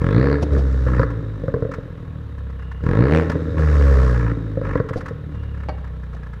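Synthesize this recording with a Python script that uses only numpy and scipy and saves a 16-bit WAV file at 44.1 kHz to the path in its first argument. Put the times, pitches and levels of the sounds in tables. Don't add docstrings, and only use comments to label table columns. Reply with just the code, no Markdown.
import sys
import numpy as np
from scipy import signal
from scipy.fft import rfft, irfft
from scipy.io import wavfile
from scipy.ndimage import uniform_filter1d

SR = 44100
rng = np.random.default_rng(int(sys.argv[2]) if len(sys.argv) > 2 else 0)


def store_wav(level_fs):
    pcm = np.round(np.clip(np.atleast_2d(level_fs), -1, 1) * 32767)
    wavfile.write(sys.argv[1], SR, pcm.T.astype(np.int16))


N = 282240
TIME = np.arange(N) / SR
MID_RATE = 60

# opening and shutting in seconds, load from 0 to 1, turbo whistle in dB.
BLIPS = [(0.0, 0.377, 0.27, -45.5), (2.833, 3.231, 0.26, -51)]
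# start and end in seconds, level in dB, swell midway in dB.
AFTERBURNS = [(0.518, 1.047, -8, 1), (3.577, 4.28, 2.5, 6)]
# frequency in Hz, width in Hz, gain in dB.
RASP_MODES = [(980, 35, 23), (1100, 46, 30), (1299, 205, 28), (1654, 54, 28), (1723, 80, 23.5),
              (1930, 30, -49), (2440, 120, -50.5)]
# frequency in Hz, relative level in dB.
JET_SPECTRUM = [(300, -7.5), (1500, 17.5), (2500, -4), (3200, -3.5), (4300, -3), (5500, -3.5), (7000, -9.5),
                (9000, -15.5), (11000, -23), (15500, -24)]
# frequency in Hz, relative dB.
PUFF_SPECTRUM = [(200, 37.5), (700, 24.5), (1500, 4), (3000, 1), (5500, 1), (8500, -16.5), (11000, -12.5),
                 (15500, -67)]


def from_db(db):
    return 10 ** (np.asarray(db) / 20)


def noise():
    return rng.standard_normal(N)


def rms_one(x):
    return x / np.sqrt(np.mean(x ** 2) + 1e-20)


def evened(x, size=2600):
    power = uniform_filter1d(uniform_filter1d(x ** 2, size), size)
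    return x / np.sqrt(np.abs(power) + 1e-14)


def cut(x, hz, kind, order=2):
    return signal.sosfilt(signal.butter(order, hz, kind, fs=SR, output="sos"), x)


def band(x, low_hz, high_hz, order=2):
    return cut(cut(x, low_hz, "high", order), high_hz, "low", order)


def through(x, impulse_response):
    return signal.oaconvolve(x, impulse_response)[:N]


def clicks(times, heights):
    out = np.zeros(N)
    out[np.clip(np.round(np.asarray(times) * SR).astype(int), 0, N - 1)] = heights
    return out


def resonate(x, modes):
    out = 0
    for hz, width, db in modes:
        radius = np.exp(-np.pi * width / SR)
        poles = [1, -2 * radius * np.cos(2 * np.pi * hz / SR), radius ** 2]
        out = out + from_db(db) * (1 - radius ** 2) / 2 * signal.lfilter([1, 0, -1], poles, x + 1e-18)
    return out


def response(spectrum, size=4096):
    hz, db = np.transpose(spectrum)
    grid = np.maximum(np.fft.rfftfreq(size, 1 / SR), 1)
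    cepstrum = irfft(np.log(from_db(np.interp(np.log(grid), np.log(hz), db))))
    impulse = irfft(np.exp(rfft(np.r_[cepstrum[0], 2 * cepstrum[1:size // 2]], size)))
    return impulse / np.linalg.norm(impulse)


def spell(start, end, attack_s, release_s):
    return (1 + np.tanh((TIME - start) / attack_s)) * (1 - np.tanh((TIME - end) / release_s)) / 4


def spells(rows, attack_s, release_s):
    return sum(from_db(db) * spell(start, end, attack_s, release_s) for start, end, db in rows)


def kick(start, rise_s, fall_s):
    age = TIME - start
    return np.clip(age / rise_s, 0, 1) * np.exp(-np.maximum(age - rise_s, 0) / fall_s)


def nearness(hz, centre_hz, octaves):
    return np.exp(-.5 * (np.log2(hz / centre_hz) / octaves) ** 2)


def per_cycle(turn):
    return rng.standard_normal(2000)[np.floor(turn).astype(int)]


def wind_and_traffic(level_db=-47):
    # frequency in Hz, relative level in dB.
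    spectrum = [(15, -27.5), (35, 23), (100, 4), (400, -11), (1000, -3.5), (2000, -15), (3000, -14.5),
                (3800, -18), (5000, -30.5), (8000, -35.5), (12000, -35), (16000, -44)]
    return from_db(level_db) * through(noise(), response(spectrum))


def car_park(car, wet_db=-19, t60=0.65, dull_hz=3500):
    tail = band(noise() * from_db(-60 * TIME / t60) * (TIME > .025), 210, dull_hz)
    return car + from_db(wet_db) * through(car, tail[:SR] / np.linalg.norm(tail))


def whistle(breath, hz, width_hz):
    tone = np.sin(2 * np.pi * np.cumsum(hz * np.ones(N)) / SR)
    return rms_one(cut(breath, width_hz, "low") * tone)


def turbo(turn, rate, boost):
    # start and end in seconds, level in dB.
    whines = [(2.58, 2.9, -60.5), (5.32, 5.78, -62.5)]
    spool_hz = np.minimum(4020 + 45 * (rate - MID_RATE), 4400)
    climb = nearness(rate, centre_hz=58, octaves=0.3)
    spool = boost * climb * whistle(gas_burst(turn, sharpness=2.0, between=0.14), spool_hz, width_hz=350)
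    freewheel = from_db(-63.5 + 9.5 * np.log2(rate / MID_RATE)) * whistle(noise(), hz=3750, width_hz=180)
    whine = spells(whines, attack_s=0.024, release_s=.04) * whistle(noise(), hz=2830, width_hz=67)
    return spool + freewheel + whine


def clank(scrape_db=-13.0, scrape_s=0.015, size=16384):
    # time in seconds, level in dB.
    hits = [(5.687, -24), (5.693, -20.5)]
    # frequency in Hz, level in dB, seconds to fall by 60 dB.
    modes = [(610, -2, 0.098), (768, -1.5, 0.082), (860, 0, 0.019), (1125, -15, 0.08), (1280, -19, 0.11),
             (1570, -13, 0.09), (1900, -18, 0.093), (2235, -14, 0.068), (3080, -26, 0.06), (4250, -23, .07),
             (4620, -24, 0.085)]
    times, db = np.transpose(hits)
    age = TIME[:size]
    ring = sum(from_db(level - 60 * age / t60) * np.sin(2 * np.pi * hz * age) for hz, level, t60 in modes)
    contacts = clicks(times, from_db(db))
    scrape = through(contacts, np.exp(-age / scrape_s)) * through(noise(), response(PUFF_SPECTRUM))
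    return cut(through(contacts, ring) + from_db(scrape_db) * scrape, 6900, "low")


def air_puffs():
    # time of the peak in seconds, level in dB, half length in seconds.
    puffs = [(0.431, -12.5, 0.0098), (0.589, -24, 0.024), (3.301, -14, 0.0043), (4.978, -23, 0.02),
             (6.151, -30.5, 0.0059)]
    swell = sum(from_db(db) / (1 + ((TIME - peak) / half) ** 2) ** 1.8 for peak, db, half in puffs)
    return swell * through(noise(), response(PUFF_SPECTRUM))


def spits(turn, idle, idle_db=-43, idle_chance=.3, hiss_db=-8, swell_s=0.0047, size=4096):
    # start in seconds, level in dB.
    late_burns = [(1.102, -37.5), (1.713, -33.5), (1.736, -30), (2.714, -38.5), (3.297, -28.5),
                  (3.315, -29), (4.887, -29.5), (4.931, -31), (5.005, -33), (5.057, -32), (5.081, -32)]
    starts, db = np.transpose(late_burns)
    age = TIME[:size] / swell_s
    stray = from_db(idle_db) * idle * firings(turn, ragged=.35) * (rng.random(N) < idle_chance)
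    gusts = through(clicks(starts, from_db(db)) + stray, age * np.exp(1 - age))
    rasp = rms_one(band(resonate(noise(), RASP_MODES), 800, 2200, order=4))
    return gusts * (rasp + from_db(hiss_db) * through(noise(), response(JET_SPECTRUM)))


def pops(splutter=0.09, splutter_s=0.0064, blub=0.26, blub_s=0.0055, blub_rise_hz=170, size=8192):
    # start in seconds, level in dB, crack relative to the ring in dB, mid blub pitch in Hz.
    ignitions = [(0.567, -12.5, -30, 473), (.865, -13.5, -17, 516), (.995, -5, -7.5, 517),
                 (1.032, -10, -3.5, 478), (1.436, -14, -23.5, 510), (1.481, -10, -16, 536),
                 (1.54, -6.5, -17, 460), (1.563, -13, -26, 466), (1.623, -9.5, -19, 471),
                 (1.65, -10.5, -23, 502), (1.69, -18, -31, 540), (1.783, -17, -33, 500),
                 (3.354, -11, -20, 468), (4.572, -9.5, -28, 530), (4.614, -13, -17, 530),
                 (4.755, -5, -14, 497), (4.8, -5.5, -15.5, 473), (4.908, -14, -15, 510),
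                 (4.958, -11, -29, 502), (5.109, -18.5, -21, 478)]
    # frequency in Hz, width in Hz, gain in dB.
    ring_modes = [(114, 49, 6.5), (275, 11, 1.5), (449, 22, -16), (432, 20, -11.5), (522.5, 30, -8.5)]
    # frequency in Hz, relative level in dB.
    crack_spectrum = [(60, -33), (150, 3), (560, -3.5), (690, -9), (830, -18.5), (1000, 16.5), (1400, 14),
                      (2000, 5.5), (2700, -42), (4500, -14), (8000, -46), (15500, -37)]
    starts, db, crack_rel_db, blub_hz = np.transpose(ignitions)
    age = TIME[:size] / blub_s
    body = resonate(signal.unit_impulse(size), ring_modes)
    rung = np.zeros(N + size)
    for start, level, hz in zip(np.round(starts * SR).astype(int), from_db(db), blub_hz):
        pitch = hz + blub_rise_hz * (.5 - np.exp(-age / 2))
        hollow = np.sqrt(age) * np.exp(1 - age) * np.cos(2 * np.pi * np.cumsum(pitch) / SR)
        ring = cut(body / np.abs(body).max() + blub * hollow, 610, "low", order=8)
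        rung[start:start + size] += level * ring / np.abs(ring).max()
    crack = response(crack_spectrum)
    fronts = clicks(starts, from_db(db + crack_rel_db))
    tail = through(fronts, splutter * np.exp(-TIME[:size] / splutter_s)) * noise()
    return -rung[:N] - through(fronts + tail, crack / np.abs(crack).max())


def running():
    blips = np.array([spell(opens, shuts, attack_s=0.024, release_s=0.037) for opens, shuts, *_ in BLIPS])
    _, _, loads, whistle_db = np.transpose(BLIPS)
    # start and end in seconds, added load.
    hard_firing = (3.117, 3.195, 0.59)
    start, end, extra_load = hard_firing
    surge = spell(start, end, attack_s=0.0092, release_s=0.059)
    load = np.clip(loads @ blips + extra_load * surge, 0, 1)
    afterburn = 0
    for lights, dies, db, swell_db in AFTERBURNS:
        arch = np.sin(np.pi * np.clip((TIME - lights) / (dies - lights), 0, 1))
        alight = spell(lights, dies, attack_s=0.017, release_s=0.1)
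        afterburn = afterburn + from_db(db + swell_db * (arch - 1.5)) * alight
    # start and end in seconds, level in dB.
    idles = [(2.37, 2.84, -1), (5.32, 6.5, -0.5)]
    idle = spells(idles, attack_s=0.0069, release_s=0.033)
    return blips.sum(axis=0), load, surge, afterburn, idle, from_db(whistle_db) @ blips


def roughness(throttle, afterburn, idle):
    ragged = .65
    for target, share in ((.36, idle), (.24, 2 * afterburn), (.25, throttle)):
        ragged = ragged + (target - ragged) * np.clip(share, 0, 1)
    return ragged


def resonance_swells(rate, throttle, boom_db=7, hot_db=9, cold_db=5):
    lowest = sum(nearness(order * rate, centre_hz=69.6, octaves=0.16) for order in (1, 2))
    hot = nearness(2 * rate, centre_hz=120, octaves=0.087)
    cold = sum(nearness(order * rate, centre_hz=111.9, octaves=0.087) for order in (2, 3))
    return boom_db * lowest, hot_db * throttle * hot + cold_db * (1 - throttle) * cold


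def voice_levels(rate, throttle, surge, afterburn, idle):
    coast_db = (-31.5, -29, -41, -49.5, -53.5)
    blip_db = (-31.5, -20, -24.5, -31.5, -48)
    tip_in_db = (-22.5, -20.5, -32.5, -41.5, -61)
    surge_db = (-33, -16.5, -24.5, -31, -34)
    light_up_db = (-20.5, -18.5, -23.5, -35, -41)
    afterburn_db = (-17.5, -36.5, -25, -43.5, -36.5)
    flare_db = (-29, -25.5, -39.5, -35, -49.5)
    idle_db = (-35.5, -36.5, -52.5, -58.5, -68)
    coast_slope = (10.5, 10.2, 13.7, 7.7, 11)
    blip_slope = (-2, 0, 9.5, 4, -3)
    steepness = (0.67, 2.1, 2.6, 1.7, 1.16)
    # start and end in seconds, level in dB.
    flares = [(.87, 1.04, 2), (3.57, 4.33, 0), (4.635, 4.79, 0)]
    octaves = np.log2(rate / MID_RATE)
    light_up = sum(kick(lights - .01, rise_s=0.025, fall_s=0.044) for lights, *_ in AFTERBURNS)
    tip_in = sum(kick(opens - .015, rise_s=0.084, fall_s=.05) for opens, *_ in BLIPS)
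    flare = spells(flares, attack_s=0.005, release_s=0.0083)
    coast = from_db(np.array(coast_db)[:, None] + np.outer(coast_slope, octaves))
    blip = np.outer(from_db(blip_db), throttle) * from_db(np.outer(blip_slope, octaves))
    burning = from_db(afterburn_db)[:, None] * (afterburn + 1e-9) ** np.array(steepness)[:, None]
    events = [(tip_in_db, tip_in), (surge_db, surge), (light_up_db, light_up),
              (flare_db, flare), (idle_db, idle)]
    event_power = sum(np.outer(from_db(db), gain) ** 2 for db, gain in events)
    power = coast ** 2 + blip ** 2 + burning ** 2 + event_power
    boom_db, drone_db, bark_db, rasp_db, hiss_db = 10 * np.log10(power)
    boom_swell, drone_swell = resonance_swells(rate, throttle)
    return boom_db + boom_swell, drone_db + drone_swell, bark_db, rasp_db, hiss_db


def firings(turn, ragged, uneven_db=5.5):
    cylinders = (1.1, -0.36, -0.98, -0.13)
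    cylinder_db = np.take(cylinders, np.floor(turn).astype(int), mode="wrap")
    return np.diff(np.floor(turn), prepend=0) * from_db(cylinder_db + uneven_db * ragged * per_cycle(turn))


def gas_burst(turn, sharpness, between):
    return noise() * (between + np.exp(sharpness * (np.cos(2 * np.pi * turn) - 1)))


def blowdown(turn, rate, crest_s=0.00086, trough_s=0.002):
    since = (turn - np.round(turn)) / rate - crest_s
    crest = np.exp(-.5 * (since / crest_s) ** 2) / crest_s
    suction = np.exp(-.5 * (since / trough_s) ** 2) / trough_s
    return crest - suction


def boom(turn, rate, ragged, shock, boom_hz=64.7, lag_cycles=0.067, lope_hz=63, lope_width_hz=14):
    tone = sum(nearness(order * rate, boom_hz, octaves=0.46)
               * np.cos(2 * np.pi * (order * turn - lag_cycles)) for order in (1, 2))
    lope = evened(cut(resonate(shock, [(lope_hz, lope_width_hz, 0)]), 130, "low"))
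    return evened(tone) + ragged ** 2 * lope


def drone_and_bark(turn, rate, load, ragged, shock):
    # frequency in Hz, width in Hz, gain in dB.
    lower_modes = [(106.4, 28.5, 7.5), (149.7, 16.6, 2.5)]
    upper_modes = [(197, 110, -15.5), (279.9, 28.5, -1.5), (315.5, 160, -27)]
    silencer_modes = [(345, 19, -12.5), (425, 24, 5.5), (465, 43, 9.5), (544, 7.7, 9)]
    blast_modes = [(311, 90, -2.5), (648, 390, 16), (690, 43, -26.5), (1040, 260, 13)]
    flow = evened(gas_burst(turn, sharpness=0.29, between=0.07))
    drive = shock + 1.17 * ragged * flow
    lower = band(resonate(drive, lower_modes), 68.5, 167)
    upper = band(resonate(drive, upper_modes), 216, 314)
    hardness = (rate / MID_RATE) ** 1.31 * (.4 + 2 * load + 2 * ragged)
    pipe = evened(lower + hardness * upper)
    drone = evened(pipe + 4.06 * load * evened(blowdown(turn, rate)))
    rung = resonate(shock + (.5 + 3.7 * ragged) * flow, silencer_modes)
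    silencer = evened(cut(cut(rung, 270, "high"), 640, "low", order=6))
    blast = evened(cut(resonate(drive, blast_modes), 1000, "low", order=4))
    return drone, evened(silencer + 0.62 * load * blast)


def rasp_and_hiss(turn, load, shock, rasp_db, flicker_db=3.6):
    # frequency in Hz, relative level in dB.
    front_spectrum = [(200, -13), (650, -10.5), (800, -8.5), (1100, 11.5), (1800, 14), (2500, 0),
                      (3300, -15), (5000, -28), (15500, -62)]
    # frequency in Hz, width in Hz, gain in dB.
    snarl_modes = [(2270, 1340, 0)]
    speed = np.clip((rasp_db + 47.5) / 18, 0, 1)
    bursts = gas_burst(turn, sharpness=1.5 + 9 * load, between=.45 - 0.26 * speed)
    puffs = evened(from_db(flicker_db * (1.5 - 0.32 * speed) * per_cycle(turn)) * bursts)
    drive = puffs + (0.013 + 0.082 * load) * shock
    rung = evened(band(resonate(drive, RASP_MODES), 670, 2250, order=4))
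    fronts = through(shock + 0.26 * puffs, response(front_spectrum))
    snarl = evened(resonate(resonate(puffs, snarl_modes), snarl_modes))
    rasp = evened(evened(rung - 8.6 * load ** 2 * fronts) + 0.54 * load * snarl)
    jet = evened(gas_burst(turn, sharpness=1.0 + 14 * load, between=.6 - 0.75 * load))
    hiss = evened(through(load ** 4 * shock + (1 - .5 * load) * jet, response(JET_SPECTRUM)))
    return rasp, hiss


def tailpipe(turn, rate, load, ragged, levels):
    boom_db, drone_db, bark_db, rasp_db, hiss_db = levels
    shock = evened(firings(turn, ragged))
    drone, bark = drone_and_bark(turn, rate, load, ragged, shock)
    rasp, hiss = rasp_and_hiss(turn, load, shock, rasp_db)
    return (from_db(boom_db) * boom(turn, rate, ragged, shock) + from_db(drone_db) * drone
            + from_db(bark_db) * bark + from_db(rasp_db) * rasp + from_db(hiss_db) * hiss)


def scene():
    # time in seconds, firings per second.
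    engine_speed = [(0.0, 34.43), (0.24, 69.29), (0.45, 73.84), (0.61, 66.74), (0.97, 61.76), (1.09, 57.15),
                    (1.73, 43.68), (2.52, 32.48), (2.82, 32.04), (3.14, 79.85), (3.21, 82.87), (3.58, 78.2),
                    (4.23, 57.93), (4.61, 51.65), (4.9, 42.74), (5.19, 37.69), (6.0, 31.0), (6.4, 29.03)]
    rate = np.interp(TIME, *np.transpose(engine_speed))
    turn = np.cumsum(rate) / SR + .36
    throttle, load, surge, afterburn, idle, boost = running()
    levels = voice_levels(rate, throttle, surge, afterburn, idle)
    exhaust = tailpipe(turn, rate, load, roughness(throttle, afterburn, idle), levels)
    car = exhaust + turbo(turn, rate, boost) + pops() + spits(turn, idle) + air_puffs() + clank()
    return (wind_and_traffic() + car_park(car))[None]


def record(dry):
    ceiling, cutoff_hz = .95, 15750
    rounded = dry / (1 + (dry / ceiling) ** 6) ** (1 / 6)
    return signal.sosfilt(signal.ellip(12, .1, 80, cutoff_hz, fs=SR, output="sos"), rounded)


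dry = scene()
out = record(dry)
store_wav(out)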